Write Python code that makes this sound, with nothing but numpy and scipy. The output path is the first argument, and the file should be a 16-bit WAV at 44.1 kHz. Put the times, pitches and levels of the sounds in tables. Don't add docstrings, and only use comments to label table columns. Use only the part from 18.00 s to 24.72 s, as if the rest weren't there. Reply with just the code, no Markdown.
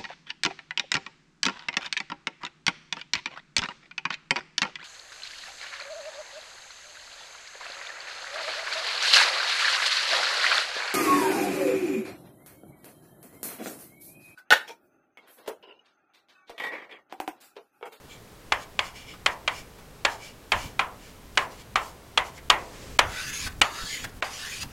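import sys
import numpy as np
from scipy import signal
from scipy.fft import rfft, irfft, next_fast_len
from scipy.io import wavfile
from scipy.ndimage import uniform_filter1d

SR = 44100
rng = np.random.default_rng(int(sys.argv[2]) if len(sys.argv) > 2 else 0)


def file_out(sig):
    cols = np.atleast_2d(sig).T
    lim = np.clip(cols, -1, 1)
    pcm = np.round(lim * 32767).astype(np.int16)
    wavfile.write(sys.argv[1], SR, pcm)


def boost(x):
    u = np.asarray(x, float) / 20
    return 10 ** u


N = 296345

# (time [s], level [dB], ring [Hz], second ring [Hz], hardness [dB/octave])
TAPS = [(0.521, -15, 2390, 3320, -2.5), (0.791, -17, 2380, 3300, -6.5), (1.261, -13.5, 2230, 3300, -0.5),
        (1.477, -18, 2300, 3240, -7), (2.0497, -14.5, 1770, 2500, 4.5), (2.5192, -15.5, 2380, 3520, 0),
        (2.7929, -16, 1380, 2370, -4.5), (3.374, -13.5, 1710, 2900, -0.3), (3.7568, -15, 1210, 2180, -4.5),
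        (4.175, -13, 1230, 3380, -4), (4.5003, -8.5, 1180, 3100, 4), (4.99, -9, 1210, 2420, 10.5),
        (5.6155, -10, 2510, 2920, 9), (6.2238, -21.5, 1530, 2180, -3.5)]
# (time [s], scrape level [dB], lowest squeak, rising with speed [Hz])
SWEEPS = [
    [(5.01, -46, 1300), (5.05, -51, 1350), (5.2, -37.5, 1420), (5.3, -36.5, 1800), (5.325, -43.5, 1700),
     (5.335, -34.5, 2130), (5.478, -36, 2610), (5.494, -60, 2650), (5.53, -51, 2650)],
    [(5.635, -39.5, 1200), (5.7, -48.5, 1170), (5.767, -40, 1250), (5.843, -40, 1370), (5.933, -34.5, 2300),
     (6.013, -43.5, 2500), (6.051, -43, 2530), (6.065, -73, 2500), (6.1, -51, 2520)],
    [(6.24, -39, 1200), (6.294, -47, 1200), (6.33, -41.5, 1240), (6.43, -40.5, 1550), (6.55, -38.5, 2500),
     (6.6, -42, 2900), (6.632, -32.5, 3050), (6.648, -70, 3000), (6.72, -56, 3000)],
]
# (frequency [Hz], t60 [s])
ROOM = [(300, 0.95), (900, 0.4), (2000, 0.26), (4000, 0.13), (9000, 0.029)]
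SWEEPS_START_S = SWEEPS[0][0][0]


def along(points, hz):
    f, v = np.transpose(points)
    return np.interp(np.log(hz + 1), np.log(f + 1), v)


def unit(x):
    return x / np.sqrt(np.mean(x ** 2) + 1e-20)


def curves(tables, t, quiet):
    s, *cols = np.transpose(np.vstack(tables))
    out = [np.interp(t, s, c) for c in cols]
    inside = sum((t > rows[0][0]) & (t < rows[-1][0]) for rows in tables)
    return [np.where(inside > 0, out[0], quiet)] + out[1:]


def coloured(x, gain):
    m = next_fast_len(len(x) + 8192)
    return irfft(rfft(x, m) * gain(np.fft.rfftfreq(m, 1 / SR)), m)[:len(x)]


def coloured_noise(points):
    return unit(coloured(rng.standard_normal(N), lambda hz: boost(along(points, hz))))


def causal(gain, size):
    ceps = irfft(np.log(gain(np.fft.rfftfreq(size, 1 / SR)) + 1e-6), size)
    ceps[1:size // 2] *= 2
    ceps[size // 2 + 1:] = 0
    return irfft(np.exp(rfft(ceps)), size)


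def bump(hz, centre_hz, width_hz):
    return 1 / (1 + (2 * (hz - centre_hz) / width_hz) ** 2)


def rings(hz, one_hz, two_hz, width_hz, strength):
    return np.sqrt(1 + strength * (bump(hz, one_hz, width_hz) + bump(hz, two_hz, width_hz)))


def dying(t60s, length, delay_s):
    hz, t, z = signal.stft(rng.standard_normal(length), SR, nperseg=128)
    z = z * boost(-60 * t / along(t60s, hz)[:, None])
    tail = signal.istft(z, SR, nperseg=128)[1][:length]
    tail = tail * np.clip(np.arange(length) / SR / delay_s, 0, 1)
    return tail / np.linalg.norm(tail)


def tap_blow(db, one_hz, two_hz, hard_db, weight_db):
    # (frequency [Hz], level [dB])
    blow_colour = [(88, -45), (150, -24.5), (618, -3.5), (1050, -0.5), (1530, -3.5), (3100, -0.5),
                   (3770, -6), (4420, -5.5), (5480, -14.5), (6680, -13.5), (7220, -15), (14700, -47),
                   (16500, -106)]
    t = np.arange(SR // 30) / SR

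    def dull(hz):
        return 1 / (1 + (hz / 5500) ** 3)

    def smooth(hz):
        tilt_db = hard_db * np.log2(1 + hz / 3000) + weight_db * np.log2(1 + 1300 / (hz + 400))
        return boost(along(blow_colour, hz) + tilt_db)

    chatter = rng.standard_normal(len(t)) * boost(-60 * np.clip(t - 0.0045, 0, 1) / 0.016)
    chatter[0] = 3
    lumps = np.sqrt(uniform_filter1d(np.abs(rfft(chatter, 1024)) ** 2, size=9))
    even = (lumps.mean() / lumps) ** 0.27

    def low_gain(hz):
        return smooth(hz) * rings(hz, one_hz, two_hz, 125, 5) * dull(hz) * even

    blow = np.convolve(chatter, causal(low_gain, size=1024))
    spikes = rng.standard_normal(len(t)) * boost(2.5 * rng.exponential(size=len(t)))
    fade = boost(-60 * np.clip(t - 0.0025, 0, 1) / 0.02) + boost(-17 - 60 * t / 0.09)
    crack = unit(spikes) * fade * boost(0.5)
    blow += np.convolve(crack, causal(lambda hz: smooth(hz) * (1 - dull(hz)), size=1024))
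    return blow * boost(db - 0.54) / np.sqrt(np.mean(blow[:350] ** 2))


def tap_ring(db, low_hz, high_hz):
    # (frequency [Hz], level [dB])
    ring_colour = [(120, -49), (200, -21), (748, -5), (1090, -5.5), (1540, -7.5), (2160, -3), (3260, -4.5),
                   (4920, -19), (12000, -28), (15600, -68), (22000, -120)]
    # (frequency [Hz], t60 [s])
    board_decay = [(300, 0.12), (1000, 0.32), (3000, 0.029), (8000, 0.062)]

    def gain(hz):
        bright = boost(along(ring_colour, hz) + 0.9 * np.log2(hz / 1500 + 0.2))
        return bright * rings(hz, low_hz, high_hz, 160, 2.5)

    ring = boost(3.5) * dying(board_decay, SR // 2, 0.0084) + dying(ROOM, SR // 2, 0.012)
    tail = signal.fftconvolve(causal(gain, size=2048), ring)
    return tail * boost(db - 0.53) / np.sqrt(np.mean(tail[530:2650] ** 2))


def taps():
    # (ring level [dB], mode [Hz], second mode [Hz], weight [dB/octave])
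    board_rings = [(-29.5, 1080, 1740, -1), (-33, 1070, 2140, -8), (-29.5, 980, 1780, -3.5),
                   (-32.5, 1050, 2050, -13), (-27.5, 890, 1700, 2), (-25.5, 1000, 1780, -3),
                   (-29, 1050, 1300, -2.5), (-26.5, 1050, 1760, -0.5), (-27.5, 1010, 1350, -4),
                   (-27, 1020, 2080, -10.5), (-23, 1020, 1980, -3), (-25, 1400, 1720, 15),
                   (-26.5, 1300, 1800, 8.5), (-34, 770, 1550, 3.5)]
    out = np.zeros(N + SR)
    for (s, db, one_hz, two_hz, hard_db), (ring_db, low_hz, high_hz, weight_db) in zip(TAPS, board_rings):
        blow = tap_blow(db, one_hz, two_hz, hard_db, weight_db)
        tail = tap_ring(ring_db, low_hz, high_hz)
        start = round(s * SR)
        out[start:][:len(blow)] += blow
        out[start:][:len(tail)] += tail
    return out[:N]


def grit(density_hz, spread_db):
    spikes = (rng.random(N) * SR < density_hz) * rng.standard_normal(N)
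    return unit(spikes * boost(spread_db * rng.exponential(size=N)))


def pressure(t):
    # (peak time [s], rise [s], fall [s], scrape level [dB], singing, <0 glancing [1])
    small_strokes = [(.114, 0.03, 0.074, -53, 1.21), (.632, 0.096, 0.021, -49.5, 0.56),
                     (.86, 0.059, 0.057, -46.5, 0.96), (.968, 0.028, 0.11, -50, 1.1),
                     (1.1, 0.041, 0.056, -50, 1.4), (1.33, 0.054, .02, -51, 0.51),
                     (1.576, 0.1, 0.061, -46, 0.71), (2.118, 0.058, 0.066, -46, -0.033),
                     (2.25, 0.07, 0.085, -47.5, 0.78), (2.6, 0.083, 0.12, -43.5, 0.47),
                     (3.054, 0.091, 0.11, -55, 0.49), (3.524, .04, 0.08, -54.5, -.2),
                     (3.618, 0.066, 0.013, -52, .5), (3.85, 0.11, .09, -48.5, -1.4),
                     (3.356, .003, .004, -48, 0.8), (3.41, 0.017, .07, -49.5, -0.51),
                     (4.266, .04, 0.05, -49, -0.34), (4.382, 0.063, 0.0085, -51.5, 0.0094)]
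    sweep_db, squeak_hz = curves(SWEEPS, t, -120)
    sweep_body_db = 12 - 9 * np.log2(squeak_hz / 1400)
    parts = [(boost(sweep_db), sweep_body_db, 0)]
    for s, db, *_ in TAPS:
        if s < SWEEPS_START_S - 0.1:
            skid = (t > s + 0.015) * boost(db - 34.5 - 239 * np.abs(t - s - 0.02))
            parts.append((skid, 2, 0.2))
    for s, rise_s, fall_s, db, share in small_strokes:
        far = np.where(t < s, (s - t) / rise_s, (t - s) / fall_s)
        parts.append((boost(db - 17 * np.minimum(far, 3) ** 2), 9.5, share))
    power = sum(g ** 2 for g, _, _ in parts)
    body_db = sum(g ** 2 * b for g, b, _ in parts) / power
    share = sum(g ** 2 * a for g, _, a in parts) / power
    return np.sqrt(power), body_db, share, squeak_hz


def stick_modes(t, small, share, squeak_hz, streaks):
    # (frequency [Hz], level over the scrape [dB], level in first loose grip [dB])
    short_modes = [(2300, 13.5, 7), (2900, 12, 3), (3300, 8, 12), (4100, -22, 5), (4500, 3, -3),
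                   (5300, 7.5, -3), (6500, 0, 2), (7300, 4, 7)]
    # (frequency [Hz], level [dB])
    sweep_modes = [(2600, 2), (3350, 2), (3700, 2), (4500, 3), (4970, 2), (6300, 1), (6800, 0), (10200, 2),
                   (11350, 3)]
    regrip_s, firm_hz = 0.4, 3100
    bands = []
    for c, db, loose_db in short_modes:
        grip_db = np.where(t < regrip_s, loose_db, db)
        bands.append((c, grip_db * np.maximum(share, 0) ** (1 + (c > firm_hz)) - 120 * ~small))
    bands += [(c, db - 120 * small) for c, db in sweep_modes]
    flicker_db = -0.5 * unit(uniform_filter1d(streaks[::-1], size=20, axis=1))
    bands = [(c, db + flicker_db[k * 9]) for k, (c, db) in enumerate(bands)]
    bands.append((squeak_hz, 5.5 + 0.8 * flicker_db[-9] - 120 * small))
    return bands


def strokes():
    # (frequency [Hz], level [dB])
    dust_colour = [(500, -28), (1000, -15), (2000, -4), (3500, -3), (5000, -3), (7000, -4), (8500, -9),
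                   (11000, -12.5), (13000, -17), (16000, -21)]
    frame, overlap = 512, 384
    hz, t, z = signal.stft(grit(density_hz=26000, spread_db=-1.0), SR, nperseg=frame, noverlap=overlap)
    small = t < SWEEPS_START_S
    gain, body_db, share, squeak_hz = pressure(t)

    streaks = uniform_filter1d(rng.standard_normal(z.shape), size=2, axis=0)
    streaks = uniform_filter1d(streaks, size=28, axis=1)
    depth_db = np.outer(1 - 0.3 * (hz > 7000), np.where(small, 1.8, 3.7))
    bright_db = np.where(small, 2 - 4 * np.minimum(share, 0), 0.1)
    shape_db = along(dust_colour, hz)[:, None] + depth_db * unit(streaks)
    shape_db = shape_db + np.outer(bump(hz, 1200, 2100), body_db)
    shape_db = shape_db + np.outer(np.log2(hz / 6000 + 0.5), bright_db)
    shape_db = shape_db + 1.8 * ~small * unit(uniform_filter1d(streaks[:, ::-1], size=10, axis=0))

    bands = stick_modes(t, small, share, squeak_hz, streaks)
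    sing = 1 + sum(boost(2 * db) * bump(hz[:, None], c, 210 + 0.025 * c) ** 2 for c, db in bands)
    shape = boost(shape_db) * np.sqrt(sing)
    shape /= np.sqrt((shape[(hz > 4500) & (hz < 12000)] ** 2).sum(0) / len(hz))
    sound = signal.istft(z * shape, SR, nperseg=frame, noverlap=overlap)[1][:N]
    fine = np.arange(0, N / SR, 0.001)
    level = boost(-2.2) * np.interp(np.arange(N) / SR, fine, pressure(fine)[0])
    return uniform_filter1d(level, 150) * sound


def lifts():
    # (time [s], peak level [dB], ring [Hz], length [s])
    lift_offs = [
        (1.141, -36.5, 1330, 0.0061),
        (1.789, -42, 700, 0.008),
        (4.381, -38.5, 2040, 0.0064),
        (5.469, -24, 1530, 0.0072),
        (6.045, -23.5, 1630, 0.005),
        (6.635, -29, 990, 0.0065),
    ]
    out, t = np.zeros(N + SR), np.arange(SR // 8) / SR
    for s, db, ring_hz, length_s in lift_offs:
        def colour(hz):
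            return np.sqrt(bump(hz, ring_hz, 450) + 0.033 * bump(hz, 1200, 4100)) * hz / (hz + 600)

        burst = rng.standard_normal(len(t)) * (t / length_s) * np.exp(1 - t / length_s)
        burst = coloured(burst, colour)
        out[round((s - length_s) * SR):][:len(t)] += boost(db) * burst / np.abs(burst).max()
    return out[:N]


def shirt():
    # (time [s], thump level [dB], rub level [dB], half length [s])
    jolts = [(0.545, -47, -77, 0.029), (0.81, -53, -74, 0.036), (1.27, -49, -77, 0.023),
             (1.603, -51, -60, 0.043), (2.074, -47, -65, 0.016), (2.561, -34.5, -48, 0.018),
             (2.654, -42, -44, .025), (2.834, -55, -54, 0.046), (3.156, -59, -66, 0.044),
             (3.397, -60, -53, 0.07), (3.772, -47, -52, 0.023), (4.21, -54, -63, 0.047),
             (4.528, -43, -46, 0.033), (4.92, -48.5, -55, 0.095), (5.062, -33.5, -49.5, 0.039),
             (5.292, -52, -43, 0.015), (5.466, -39.5, -45, 0.049), (5.612, -34, -45, .02),
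             (5.842, -37, -50, 0.016), (6.047, -46, -42, 0.025), (6.17, -44, -50, 0.022),
             (6.642, -39, -44.5, .03), (6.7, -51, -56, 0.016)]
    # (time [s], level [dB])
    sleeve = [(4.58, -48), (4.626, -47), (4.706, -49.5), (4.762, -44.5), (4.776, -48), (4.828, -44),
              (4.975, -48)]
    # (frequency [Hz], level [dB])
    cloth_colour = [(290, -8), (500, -6), (766, -18), (2020, -15.5), (2530, -15.5), (2920, -18.5),
                    (7260, -20), (15000, -42)]
    rest_thump_db, rest_rub_db = -55, -54
    time = np.arange(N) / SR
    fine = np.arange(0, N / SR, 0.002)
    s, thump_db, rub_db, half_s = np.transpose(jolts)
    swell = np.exp(-np.abs(fine[:, None] - s) / half_s)
    thump_gain = np.interp(time, fine, boost(rest_thump_db) + swell @ boost(thump_db))
    rub_gain = np.interp(time, fine, boost(rest_rub_db) + swell @ boost(rub_db))
    rustle_gain = uniform_filter1d(boost(curves([sleeve], time, -120)[0] - 1.0), 600)
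    thump = coloured_noise([(15, -9.5), (35, -6.0), (60, -7), (110, -12.5), (200, -113)])
    rub = coloured_noise([(70, -20.5), (120, -7.5), (300, -15.5), (500, -38.5)])
    return thump_gain * thump + rub_gain * rub + rustle_gain * coloured_noise(cloth_colour)


def air():
    # (frequency [Hz], level [dB])
    air_colour = [(65, -32), (110, -18), (345, -8), (407, -3), (443, -3.5), (630, -9), (744, -9.5),
                  (898, -10.5), (1100, -11), (1540, -14), (8300, -24.5), (12800, -30), (15800, -42)]
    # (frequency [Hz], level [dB rms])
    whine_tones = [(12447, -74)]
    time = np.arange(N) / SR
    hiss = unit(coloured(rng.standard_normal(N), lambda hz: boost(along(air_colour, hz)) * (hz > 200)))
    whine = sum(np.sqrt(2) * boost(db) * np.sin(2 * np.pi * hz * time) for hz, db in whine_tones)
    return boost(-52.5) * hiss + whine


def scene():
    near = strokes() + lifts()
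    room = signal.fftconvolve(near, dying(ROOM, SR // 2, 0.00077))[:N]
    steady = coloured(near + boost(-12) * room + shirt() + air(), lambda hz: hz < 15900)
    return (taps() + steady)[None]


def dropouts(dry):
    # (start [s], end [s], smear level [dB])
    blanks = [
        (4.4905, 4.4965, -34),
        (4.9795, 4.987, -32),
        (5.6055, 5.6122, -32),
    ]
    # (start [s], end [s])
    dips = [
        (3.746, 3.753),
        (6.209, 6.219),
    ]
    time = np.arange(N) / SR
    is_open = 1.0 - sum((time > a) & (time < b) for a, b, _ in blanks)
    smear = sum(boost(db) * ((time > b) & (time < b + 0.0035)) * (time - b) / 0.002 for _, b, db in blanks)
    fuzz = coloured_noise([(300, -20), (1500, 0), (5000, -2), (15000, -13), (16500, -60)])
    dip = uniform_filter1d(1.0 * sum((time > a) & (time < b) for a, b in dips), size=60)
    near_dip = uniform_filter1d(dip, size=200)
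    treble = coloured(dry[0] * near_dip / (near_dip + 0.05), lambda hz: 1 / (1 + (1000 / (hz + 1)) ** 6))
    return (dry - 0.85 * dip * treble) * uniform_filter1d(is_open, 30) + smear * fuzz


def low_pass(x):
    return signal.sosfilt(signal.butter(12, 16820, fs=SR, output="sos"), x)


def record(dry):
    x = dropouts(dry)
    x = x / (1 + np.abs(x / 1.05) ** 6) ** (1 / 6)
    x = coloured(x[0], lambda hz: hz < 16700)[None]
    return low_pass(x)


dry = scene()
out = record(dry)
file_out(out)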